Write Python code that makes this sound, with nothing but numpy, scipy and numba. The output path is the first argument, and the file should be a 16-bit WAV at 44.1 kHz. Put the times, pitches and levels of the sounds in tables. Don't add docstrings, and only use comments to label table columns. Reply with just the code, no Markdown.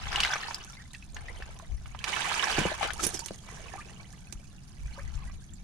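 import sys
import numpy as np
from scipy import signal
from scipy.fft import rfft, irfft, next_fast_len
from scipy.io import wavfile
from scipy.ndimage import uniform_filter1d
from numba import njit

SR = 44100
rng = np.random.default_rng(int(sys.argv[2]) if len(sys.argv) > 2 else 0)


def to_wav(s):
    ch = np.atleast_2d(s).T
    pcm = np.round(np.clip(ch, -1, 1) * 32767)
    wavfile.write(sys.argv[1], SR, pcm.astype(np.int16))


N = 248283


def from_db(db):
    return 10 ** (np.asarray(db) / 20)


def rms_one(x):
    return x / np.sqrt(np.mean(x ** 2) + 1e-20)


def at_hz(points, hz):
    f, value = np.transpose(points)
    return np.interp(np.log(np.maximum(hz, 1)), np.log(f), value)


def colour(x, points, share=1):
    size = 16384
    level_db = share * at_hz(points, np.fft.rfftfreq(size, 1 / SR))
    cepstrum = irfft(np.log(from_db(level_db)))
    cepstrum[1:size // 2] *= 2
    cepstrum[size // 2 + 1:] = 0
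    response = irfft(np.exp(rfft(cepstrum)))[:size // 2]
    padded = next_fast_len(N + size)
    return irfft(rfft(x, padded) * rfft(response, padded), padded)[..., :N]


def band(x, low_hz, high_hz, order=2):
    edges = [low_hz, min(high_hz, SR / 2 - 1)]
    return signal.sosfilt(signal.butter(order, edges, "band", fs=SR, output="sos"), x + 1e-18)


def steady(x, span_s):
    power = uniform_filter1d(np.mean(x ** 2, axis=0), int(span_s * SR) + 1)
    smooth_power = uniform_filter1d(power, int(span_s * SR / 2) + 1)
    return x / np.sqrt(np.abs(smooth_power) + 1e-12)


def stereo_noise(alike):
    mid, side = rng.standard_normal((2, N))
    alike = np.clip(alike, -1, 1)
    return (np.sqrt(1 + alike) * mid + np.sqrt(1 - alike) * side * [[1], [-1]]) / np.sqrt(2)


def sides(pan_db):
    gains = from_db(np.array([pan_db, -pan_db]) / 2)
    return gains / gains.mean(axis=0)


def add(out, s, sound):
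    i = max(int(s * SR), 0)
    out[:, i:i + sound.shape[1]] += sound[:, :max(N - i, 0)]


def crackle(per_s, spread_db, pan_db):
    at, size, sign, pan, lag = rng.random((int(per_s * N / SR), 5)).T
    height = from_db(spread_db * np.minimum(-np.log(1 - size), 4.5)) * np.sign(sign - .5)
    left, right = sides(pan_db * (2 * pan - 1)) * height
    at = (at * N).astype(int)
    late = np.round(3 * (2 * lag - 1)).astype(int)
    return np.array([np.bincount(at, left, N), np.bincount((at + late) % N, right, N)])


@njit
def ring_bubbles(start, gains, step, decay, rise, lag, length):
    out = np.zeros((2, length))
    for k in range(len(start)):
        life, height, fade = int(6 / decay[k]), 1.0, np.exp(-decay[k])
        first = max(start[k], abs(lag[k]))
        for i in range(min(life, length - first - abs(lag[k]))):
            value = height * np.sin(step[k] * i * (1 + rise[k] * i / life))
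            out[0, first + i] += gains[0, k] * value
            out[1, first + i + lag[k]] += gains[1, k] * value
            height *= fade
    return out


def bubble_cloud(per_s, low_hz, high_hz, cycles, spread_db, rise, pan_db=13.0, lag_s=0.00029):
    at, size, pitch, damping, climb, pan, lag = rng.random((int(per_s * N / SR), 7)).T
    hz = low_hz * (high_hz / low_hz) ** pitch
    ring_cycles = cycles * 3.4 ** (2 * damping - 1)
    decay = np.log(1000) * hz / (ring_cycles * SR)
    height = from_db(spread_db * np.minimum(-np.log(1 - size), 4.0)) * np.sqrt(hz / low_hz)
    gains = sides(pan_db * (2 * pan - 1)) * height
    start = (at * N).astype(np.int64)
    lag_samples = (lag_s * SR * (2 * lag - 1)).astype(np.int64)
    return ring_bubbles(start, gains, 2 * np.pi * hz / SR, decay, rise * 2 * climb, lag_samples, N)


def churn(depth_db, per_s):
    steps = rng.standard_normal(2000)
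    return from_db(depth_db * np.interp(np.arange(N) * per_s / SR, np.arange(len(steps)), steps))


def surge_db(crest_s, hold_s, build, drain):
    t = np.arange(N) / SR - crest_s
    return np.maximum(build * np.minimum(t, 0) - drain * np.maximum(t - hold_s, 0), -120)


SLACK_PAN_DB = -4
# crest in seconds, hold in seconds, build in dB/s,
# drain in dB/s before each water sound's own ratio, level in dB before each water sound's own offset,
# gurgle offset in dB, spray offset in dB, splashiness in dB, left-right balance in dB.
SWELLS = [(0.19, 0.093, 62, 46.5, -34.5, -15, -13.5, 2.5, -0.5),
          (1.161, 0.28, 400, 34, -55, -1.5, -6.5, -2.5, 0),
          (2.081, 0.23, 380, 100, -34.5, -12.5, -8, -5, -7.5),
          (2.401, 0.24, 61, 81, -31.5, -11, -12, -4.5, -5.5),
          (2.826, 0.024, 450, 242, -32.5, -8, -18, -6, 1), (3, 0.047, 123, 54, -44.5, -5, 0, 3.5, -4.5),
          (3.502, 0.24, 144, 26, -52.5, -2.5, -3.5, -4, -6), (4.944, 0.31, 48, 83, -57, -8, -4.5, -1, -4.5)]


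def follow_swells(extra_db, drain_ratio, slack_db):
    power = (from_db(slack_db) * sides(SLACK_PAN_DB)[:, None]) ** 2
    extras = extra_db + np.zeros(len(SWELLS))
    for (crest, hold, build, drain, db, *_, pan_db), extra in zip(SWELLS, extras):
        level_db = db + extra + surge_db(crest, hold, build, drain * drain_ratio)
        power = power + (from_db(level_db) * sides(pan_db)[:, None]) ** 2
    return np.sqrt(power)


GURGLE_DB, GURGLE_DRAIN, GURGLE_SLACK_DB = -1, 1, -75
BABBLE_DB, BABBLE_DRAIN, BABBLE_SLACK_DB = -.5, 1.1, -76
SPRAY_DB, SPRAY_DRAIN, SPRAY_SLACK_DB = -4.5, 0.56, -67
SHEET_DB, SHEET_DRAIN, SHEET_SLACK_DB = -10.5, 1.65, -74.5
DROPLET_DB, DROPLET_DRAIN, DROPLET_SLACK_DB = -7, 0.88, -67.5


def gurgle(gurgle_db):
    bubbles = bubble_cloud(400, 395.0, 1090, cycles=8.9, spread_db=4.0, rise=0.15, pan_db=16.5)
    level = follow_swells(GURGLE_DB + gurgle_db, GURGLE_DRAIN, GURGLE_SLACK_DB)
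    return steady(band(bubbles, 200, 1300), 0.19) * level


# frequency in Hz, relative level in dB.
WATER_SPECTRUM = [(120, -25), (200, -46), (596, -7), (769, -1.5), (1050, -3.5), (1560, 0.5), (2210, -2),
                  (2900, 0), (4180, -7.5), (5110, -4), (8980, -1), (12500, -1), (15500, -29)]


def babble(froth, tumble):
    trickle = steady(bubble_cloud(480, 850, 3000, cycles=30, spread_db=4.2, rise=.18, pan_db=11.0), .07)
    foam = bubble_cloud(1500, 700, 4500, cycles=14, spread_db=4.4, rise=.15, pan_db=11.0)
    splash = band(crackle(1400, 3.7, 4.9), 300, 3440)
    foam = colour(rms_one(foam) + .5 * rms_one(splash), WATER_SPECTRUM) * tumble
    return np.sqrt(1 - froth) * trickle + np.sqrt(froth) * steady(foam, 0.057)


STRAYS_PER_S, STRAY_DB, STRAY_FOLLOWS = 28, -62, 0.63


def stray_bubbles(flow):
    strays = bubble_cloud(STRAYS_PER_S, 1293, 3220, cycles=48.6, spread_db=2.2, rise=0.144, pan_db=3.5)
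    return rms_one(strays) * from_db(STRAY_DB) * (flow / from_db(-57.5)) ** STRAY_FOLLOWS


LAP_DB, LAPS_PER_S = 1, 22
# frequency in Hz, relative level in dB.
SPRAY_SPECTRUM = [(1760, -33), (3000, -34), (3280, 0.5), (4590, -1), (6750, 5.5), (7690, -2), (8950, 2),
                  (9920, 1), (11800, -9.5), (14500, -17), (15500, -40)]


def spray(spray_db, froth, tumble):
    fizz = rms_one(bubble_cloud(800, 3800, 11000, cycles=24, spread_db=4.8, rise=.06, pan_db=9.0))
    bursts = rms_one(crackle(2200, 4.2, 7.0))
    pops = rms_one(crackle(45, 2.1, 3.8))
    mist = (fizz + .85 * bursts + .5 * stereo_noise(.15)) * tumble
    sound = steady(colour(mist, SPRAY_SPECTRUM), .18) + 0.58 * rms_one(colour(pops, SPRAY_SPECTRUM))
    ripples = churn(LAP_DB, LAPS_PER_S) ** (1 - froth)
    return sound * ripples * follow_swells(SPRAY_DB + spray_db, SPRAY_DRAIN, SPRAY_SLACK_DB)


def droplets(splashy_db):
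    bubbles = bubble_cloud(320, 2600, 6400, cycles=36, spread_db=4.0, rise=.14, pan_db=9.0)
    return steady(bubbles, .12) * follow_swells(DROPLET_DB + splashy_db, DROPLET_DRAIN, DROPLET_SLACK_DB)


SHEET_BREAKUP = 0.56
# frequency in Hz, relative level in dB.
SHEET_SPECTRUM = [(150, -60), (250, -18), (392, -7), (573, -7), (768, -9.5), (2200, 1.5), (2440, 1.5),
                  (4630, -10.5), (8920, -14.5), (15500, -44)]


def sheet(splashy_db):
    hiss = rms_one(colour(stereo_noise(0.21), SHEET_SPECTRUM))
    return hiss * follow_swells(SHEET_DB - SHEET_BREAKUP * splashy_db, SHEET_DRAIN, SHEET_SLACK_DB)


def wash():
    *_, gurgle_db, spray_db, splashy_db, _ = np.transpose(SWELLS)
    flow = follow_swells(BABBLE_DB, BABBLE_DRAIN, BABBLE_SLACK_DB)
    flow_db = 20 * np.log10(flow.mean(axis=0))
    froth = np.clip((flow_db + 63) / 30, .2, .75)
    tumble = churn(3.2, 90)
    return (flow * babble(froth, tumble) + stray_bubbles(flow) + gurgle(gurgle_db)
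            + spray(spray_db, froth, tumble) + droplets(splashy_db) + sheet(splashy_db))


BREEZE_DB, BREEZE_PAN_DB = -50.5, 0
WIND_TRIM_DB = 2.5
# frequency in Hz, relative level in dB.
WIND_SPECTRUM = [(8.8, 2), (15, 1), (54, 4), (74, -0.5), (108, -15.5), (130, -9), (170, -31), (290, -120)]
# peak in seconds, half width in seconds (amplitude down to 1/e),
# level in dB before WIND_TRIM_DB, left-right balance in dB.
GUSTS = [(0.07, 0.057, -38.5, 11), (0.18, 0.093, -41, 5), (1.19, 0.14, -45.5, 4), (1.42, 0.17, -45, -1),
         (1.73, .035, -33, 11), (1.88, 0.17, -44.5, 2.5), (2.61, 0.1, -42.5, 5), (2.95, 0.23, -46.5, 3),
         (3.62, 0.17, -53, -2), (4.36, 0.025, -42, 3), (4.86, 0.062, -36.5, 1), (5.06, 0.054, -37, 11),
         (5.169, 0.041, -35, 13), (5.29, 0.089, -39.5, 3), (5.62, 0.14, -48.5, 4)]


def wind():
    t = np.arange(N) / SR
    power = (from_db(BREEZE_DB) * sides(BREEZE_PAN_DB)[:, None]) ** 2
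    for s, width, db, pan_db in GUSTS:
        peak = from_db(db + WIND_TRIM_DB) * sides(pan_db)[:, None]
        power = power + peak ** 2 * np.exp(-2 * ((t - s) / width) ** 2)
    return np.sqrt(power) * steady(colour(stereo_noise(.4), WIND_SPECTRUM), .08)


DRONE_DB, DRONE_WANDER_DB = -53, 1.3
DRONE_GROWTH_DB_PER_S = .5
# frequency in Hz, relative level in dB.
DRONE_SPECTRUM = [(53, -40), (90, -1), (108, -12), (134, -3), (161, -10), (189, -6), (220, -12), (280, -29),
                  (333, -22), (420, -39), (550, -52), (920, -120)]


def drone():
    t = np.arange(N) / SR
    level = from_db(DRONE_DB + DRONE_GROWTH_DB_PER_S * (t - t.mean())) * churn(DRONE_WANDER_DB, 8)
    return level * steady(colour(stereo_noise(1.0), DRONE_SPECTRUM), 0.18)


FAR_SEA_DB = -65
# frequency in Hz, relative level in dB.
FAR_SEA_SPECTRUM = [(150, -48), (250, 17.5), (458, -4.5), (795, 6), (961, -3), (1730, 0.5), (3890, -45),
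                    (7000, -44), (9890, -11.5), (13700, -22), (15500, -45)]


def far_sea():
    return from_db(FAR_SEA_DB) * rms_one(colour(stereo_noise(0.14), FAR_SEA_SPECTRUM))


SPLASH_CYCLES = 11.3
# start in seconds, level in dB before a common trim,
# starting pitch in Hz, left-right balance in dB, cycles to die away by 60 dB.
PLOPS = [(0.128, -22, 1480, 4, 21), (0.15, -21.5, 980, 2, 23), (0.159, -13.5, 2880, 1, 50),
         (0.178, -22, 820, -4, 26), (0.203, -10, 2900, 0, 35), (0.234, -11, 2820, 1, 57),
         (0.249, -14.5, 2040, 2, 24), (0.256, -18, 1610, -2, 29), (0.335, -18.5, 1530, 2, 22),
         (0.356, -22, 1180, 1, 24), (0.432, -28, 1800, 0, 72), (0.484, -28.5, 900, -6, 36),
         (0.509, -26, 946, -8, 25), (0.545, -19.5, 4990, 0, 59), (0.948, -32, 2630, -6, 38),
         (1.025, -38.5, 2540, -4, 60), (1.146, -33, 6550, -4, 100), (1.166, -30, 1730, 4, 19),
         (1.284, -33.5, 2000, 4, 45), (1.4, -35.5, 690, -5, 13), (1.423, -32, 1750, 1, 30),
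         (1.598, -38, 1040, -8, 28), (1.625, -43, 644, -3, 42), (1.858, -37, 1260, -9, 19),
         (1.947, -31.5, 946, -6, 17), (1.99, -31, 3110, -10, 49), (2.041, -21.5, 2400, -6.5, 15.5),
         (2.129, -22.5, 2100, -14, 94), (2.438, -18.5, 1650, -14, 49), (2.661, -23, 915, 6, 33),
         (2.717, -25, 614, 3, 25), (2.81, -24, 840, 6, 45), (2.829, -22, 790, 8, 9.5),
         (2.905, -21, 1710, 6, 26.5), (2.995, -27, 1273, 8, 60), (3.284, -30, 2830, -7, 26),
         (3.488, -37, 975, -1, 20), (3.595, -38.5, 625, -11, 33), (3.683, -37, 2510, -9, 52),
         (3.738, -33, 805, -14, 17), (5.297, -40, 1140, -6, 30), (5.536, -39, 7280, -11, 170)]


def plops(rise_per_s=1.8, splash_s=0.0049, lag_s=0.000092, trim_db=-1.5):
    out, t = np.zeros((2, N)), np.arange(SR // 10) / SR
    for s, db, hz, pan_db, cycles in PLOPS:
        age = np.maximum(t - lag_s * rng.random((2, 1)), 0)
        ring = from_db(-60 * age * hz / max(cycles, 2))
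        tone = np.sin(2 * np.pi * hz * age * (1 + rise_per_s * age)) * ring
        noise = rng.standard_normal(len(t)) + .5 * rng.standard_normal((2, len(t)))
        splash = steady(band(noise, hz * 0.48, hz * 1.91), 0.002) * np.exp(-t / splash_s)
        attack = 1 - np.exp(-3 * age * hz)
        gains = from_db(db + trim_db) * sides(pan_db)[:, None]
        add(out, s, gains * (tone + SPLASH_CYCLES / cycles * splash) * attack)
    return out


# frequency in Hz, relative level in dB,
# 60 dB decay time in seconds for a stick free to ring.
CORAL_MODES = [(4630, -46, 0.032), (5850, -13.5, 0.09), (6900, -19, .03), (9720, -1.5, 0.025),
               (10500, -2, 0.027), (12200, -23, 0.035), (13400, -19, .04), (14200, -32, .04)]


def coral_ring(clicks, freedom=1):
    out = 0
    for hz, db, t60 in CORAL_MODES:
        r, w = from_db(-60 / (t60 * freedom * SR)), 2 * np.pi * hz / SR
        mode = signal.lfilter([0, np.sin(w)], [1, -2 * r * np.cos(w), r * r], clicks + 1e-18)
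        out = out + from_db(db) * mode
    return out


RUBBLE_PAN_DB = -10.0
# frequency in Hz, relative level in dB.
GRIT_SPECTRUM = [(180, -6.5), (300, 3), (953, -11.5), (1070, -13), (5480, -10.5), (6250, -4.5), (9760, -15),
                 (11300, -22), (14300, -24), (15500, -44)]
# start in seconds, level in dB before the crack and ring trims,
# ringing share as a ratio.
KNOCKS = [(0.131, -30.5, .3), (0.204, -22, 0.23), (0.647, -29.5, 0.11), (0.933, -29.5, 0.12),
          (1.589, -34.5, 0.11), (2.590, -17, 0.052), (2.934, -22.5, 0.32), (3.037, -15, 0.33),
          (3.049, -13.5, 0.39), (3.067, -14, 1), (3.089, -20.5, .22), (3.145, -25, 0.17),
          (3.192, -19, 0.16), (3.26, -18.5, 0.21), (4.325, -21.5, 0.11)]


def knocks(crack_s=0.004, crack_trim_db=-3.5, ring_trim_db=-4.0):
    cracks, strikes, t = np.zeros((2, N)), np.zeros((2, N)), np.arange(SR // 50) / SR
    for s, db, share in KNOCKS:
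        noise = 0.58 * rng.standard_normal(len(t)) + 1.38 * rng.standard_normal((2, len(t)))
        add(cracks, s, from_db(db + crack_trim_db) * noise * np.exp(-t / crack_s))
        add(strikes, s, from_db(db + ring_trim_db) * share * np.ones((2, 1)))
    cracks = band(colour(cracks, GRIT_SPECTRUM), 490, 21000)
    return (cracks + coral_ring(strikes)) * sides(RUBBLE_PAN_DB)[:, None]


CHIRP_S, CHIRP_SHORTENING = .025, 0.33
# start in seconds, first pitch in Hz, last pitch in Hz,
# level in dB before a common trim.
CHIRPS = [(0.231, 2820, 2700, -25), (0.302, 1477, 1860, -28.5), (0.331, 1500, 2710, -30),
          (0.77, 2050, 2250, -44.5), (0.798, 1840, 1990, -44), (0.941, 1935, 1630, -42),
          (1.283, 1903, 2270, -38), (2.885, 1410, 1520, -29), (3.143, 5920, 5570, -30),
          (3.169, 5120, 5130, -37), (3.197, 4650, 4460, -38.5), (3.217, 927, 894, -39.5),
          (3.742, 753, 905, -41), (3.78, 1163, 1280, -39.5), (3.803, 1660, 2940, -41),
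          (4.13, 1674, 2400, -52), (4.934, 4210, 4670, -47.5), (4.974, 910, 1430, -42.5),
          (4.978, 560, 540, -42), (4.986, 1530, 2750, -43), (5.215, 1140, 950, -50)]


def chirps(pan_db=-2.0, scatter_db=2.0, trim_db=-2.5):
    out = np.zeros((2, N))
    for s, first_hz, last_hz, db in CHIRPS:
        length_s = CHIRP_S * (1000 / first_hz) ** CHIRP_SHORTENING
        u = np.linspace(0, 1, int(length_s * SR))
        phase = 2 * np.pi * np.cumsum(first_hz + (last_hz - first_hz) * u ** 2) / SR
        shake = 1 + .35 * np.interp(u, np.linspace(0, 1, 12), rng.standard_normal(12))
        envelope = np.minimum(u / 0.048, 1) * np.sqrt(1 - u ** 2)
        gains = from_db(db + trim_db) * sides(pan_db + scatter_db * rng.standard_normal())[:, None]
        tone = np.sin(phase + .5 * rng.standard_normal((2, 1)))
        add(out, s, gains * envelope * shake * tone)
    return out


# start in seconds, level in dB before a common trim,
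# starting pitch in Hz, cycles to die away by 60 dB.
GULPS = [(2.584, -16, 350, 5.5), (2.59, -22.5, 148, 7.2), (2.612, -28.5, 215, 12), (2.653, -20.5, 520, 11),
         (2.657, -24, 171, 7.5), (2.829, -24.5, 286, 2.4), (3.064, -26.5, 231, 3.3), (3.308, -23.5, 535, 5),
         (3.309, -31.5, 195, 5.9)]


def gulps(rise_per_s=1.4, slosh_db=-12, slosh_cycles_ratio=1.8, trim_db=3.0):
    out, t = np.zeros((2, N)), np.arange(SR // 6) / SR
    for s, db, hz, cycles in GULPS:
        tone = np.sin(2 * np.pi * hz * t * (1 + rise_per_s * t)) * from_db(-60 * t * hz / cycles)
        slosh = steady(band(rng.standard_normal((1, len(t))), 190, 530), 0.0093)
        slosh = slosh * from_db(slosh_db - 60 * t * hz / (cycles * slosh_cycles_ratio))
        attack = 1 - np.exp(-t / 0.00031)
        add(out, s, from_db(db + trim_db) * sides(-1.3)[:, None] * (tone + slosh) * attack)
    return out


SLIP_BUILD_DB_PER_S, SLIP_SETTLE_DB_PER_S = 688, 550
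# peak in seconds, level in dB.
SLIPS = [(3.038, -28), (3.149, -37), (3.21, -54)]


def grinding():
    grains = crackle(4000, 4.8, 4.9)
    squeak = rms_one(bubble_cloud(1500, 5420, 11550, cycles=51, spread_db=2.0, rise=0))
    wedged = rms_one(coral_ring(band(grains, 2100, 7100), freedom=0.21))
    grind = steady(rms_one(colour(grains, GRIT_SPECTRUM)) + .5 * squeak + 0.36 * wedged, 0.042)
    slipping = sum(from_db(db + surge_db(s, 0, SLIP_BUILD_DB_PER_S, SLIP_SETTLE_DB_PER_S)) for s, db in SLIPS)
    return slipping * grind * sides(RUBBLE_PAN_DB)[:, None]


def boulders(x, wet_db, t60):
    t = np.arange(SR // 8) / SR
    tail = rng.standard_normal((2, len(t))) * from_db(-60 * t / t60) * (t > .0012)
    tail /= np.sqrt(np.sum(tail ** 2, axis=1, keepdims=True))
    return x + from_db(wet_db) * signal.fftconvolve(x, tail, axes=1)[:, :N]


def scene():
    shore = wash() + plops() + knocks() + chirps() + gulps() + grinding()
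    return boulders(shore, wet_db=-6.5, t60=0.065) + wind() + drone() + far_sea()


CUTOFF_HZ = 16100
# frequency in Hz, left minus right in dB.
EAR_TILT = [(30, -3.5), (70, 1.5), (130, -1), (500, 3), (2000, 0), (4500, 0), (8000, -6), (14000, 5)]


def record(dry):
    heard = np.array([colour(dry[0], EAR_TILT, .5), colour(dry[1], EAR_TILT, -.5)])
    heard = signal.sosfilt(signal.butter(1, 8, "high", fs=SR, output="sos"), heard)
    return signal.sosfilt(signal.cheby2(14, 70, CUTOFF_HZ, fs=SR, output="sos"), heard)


dry = scene()
out = record(dry)
to_wav(out)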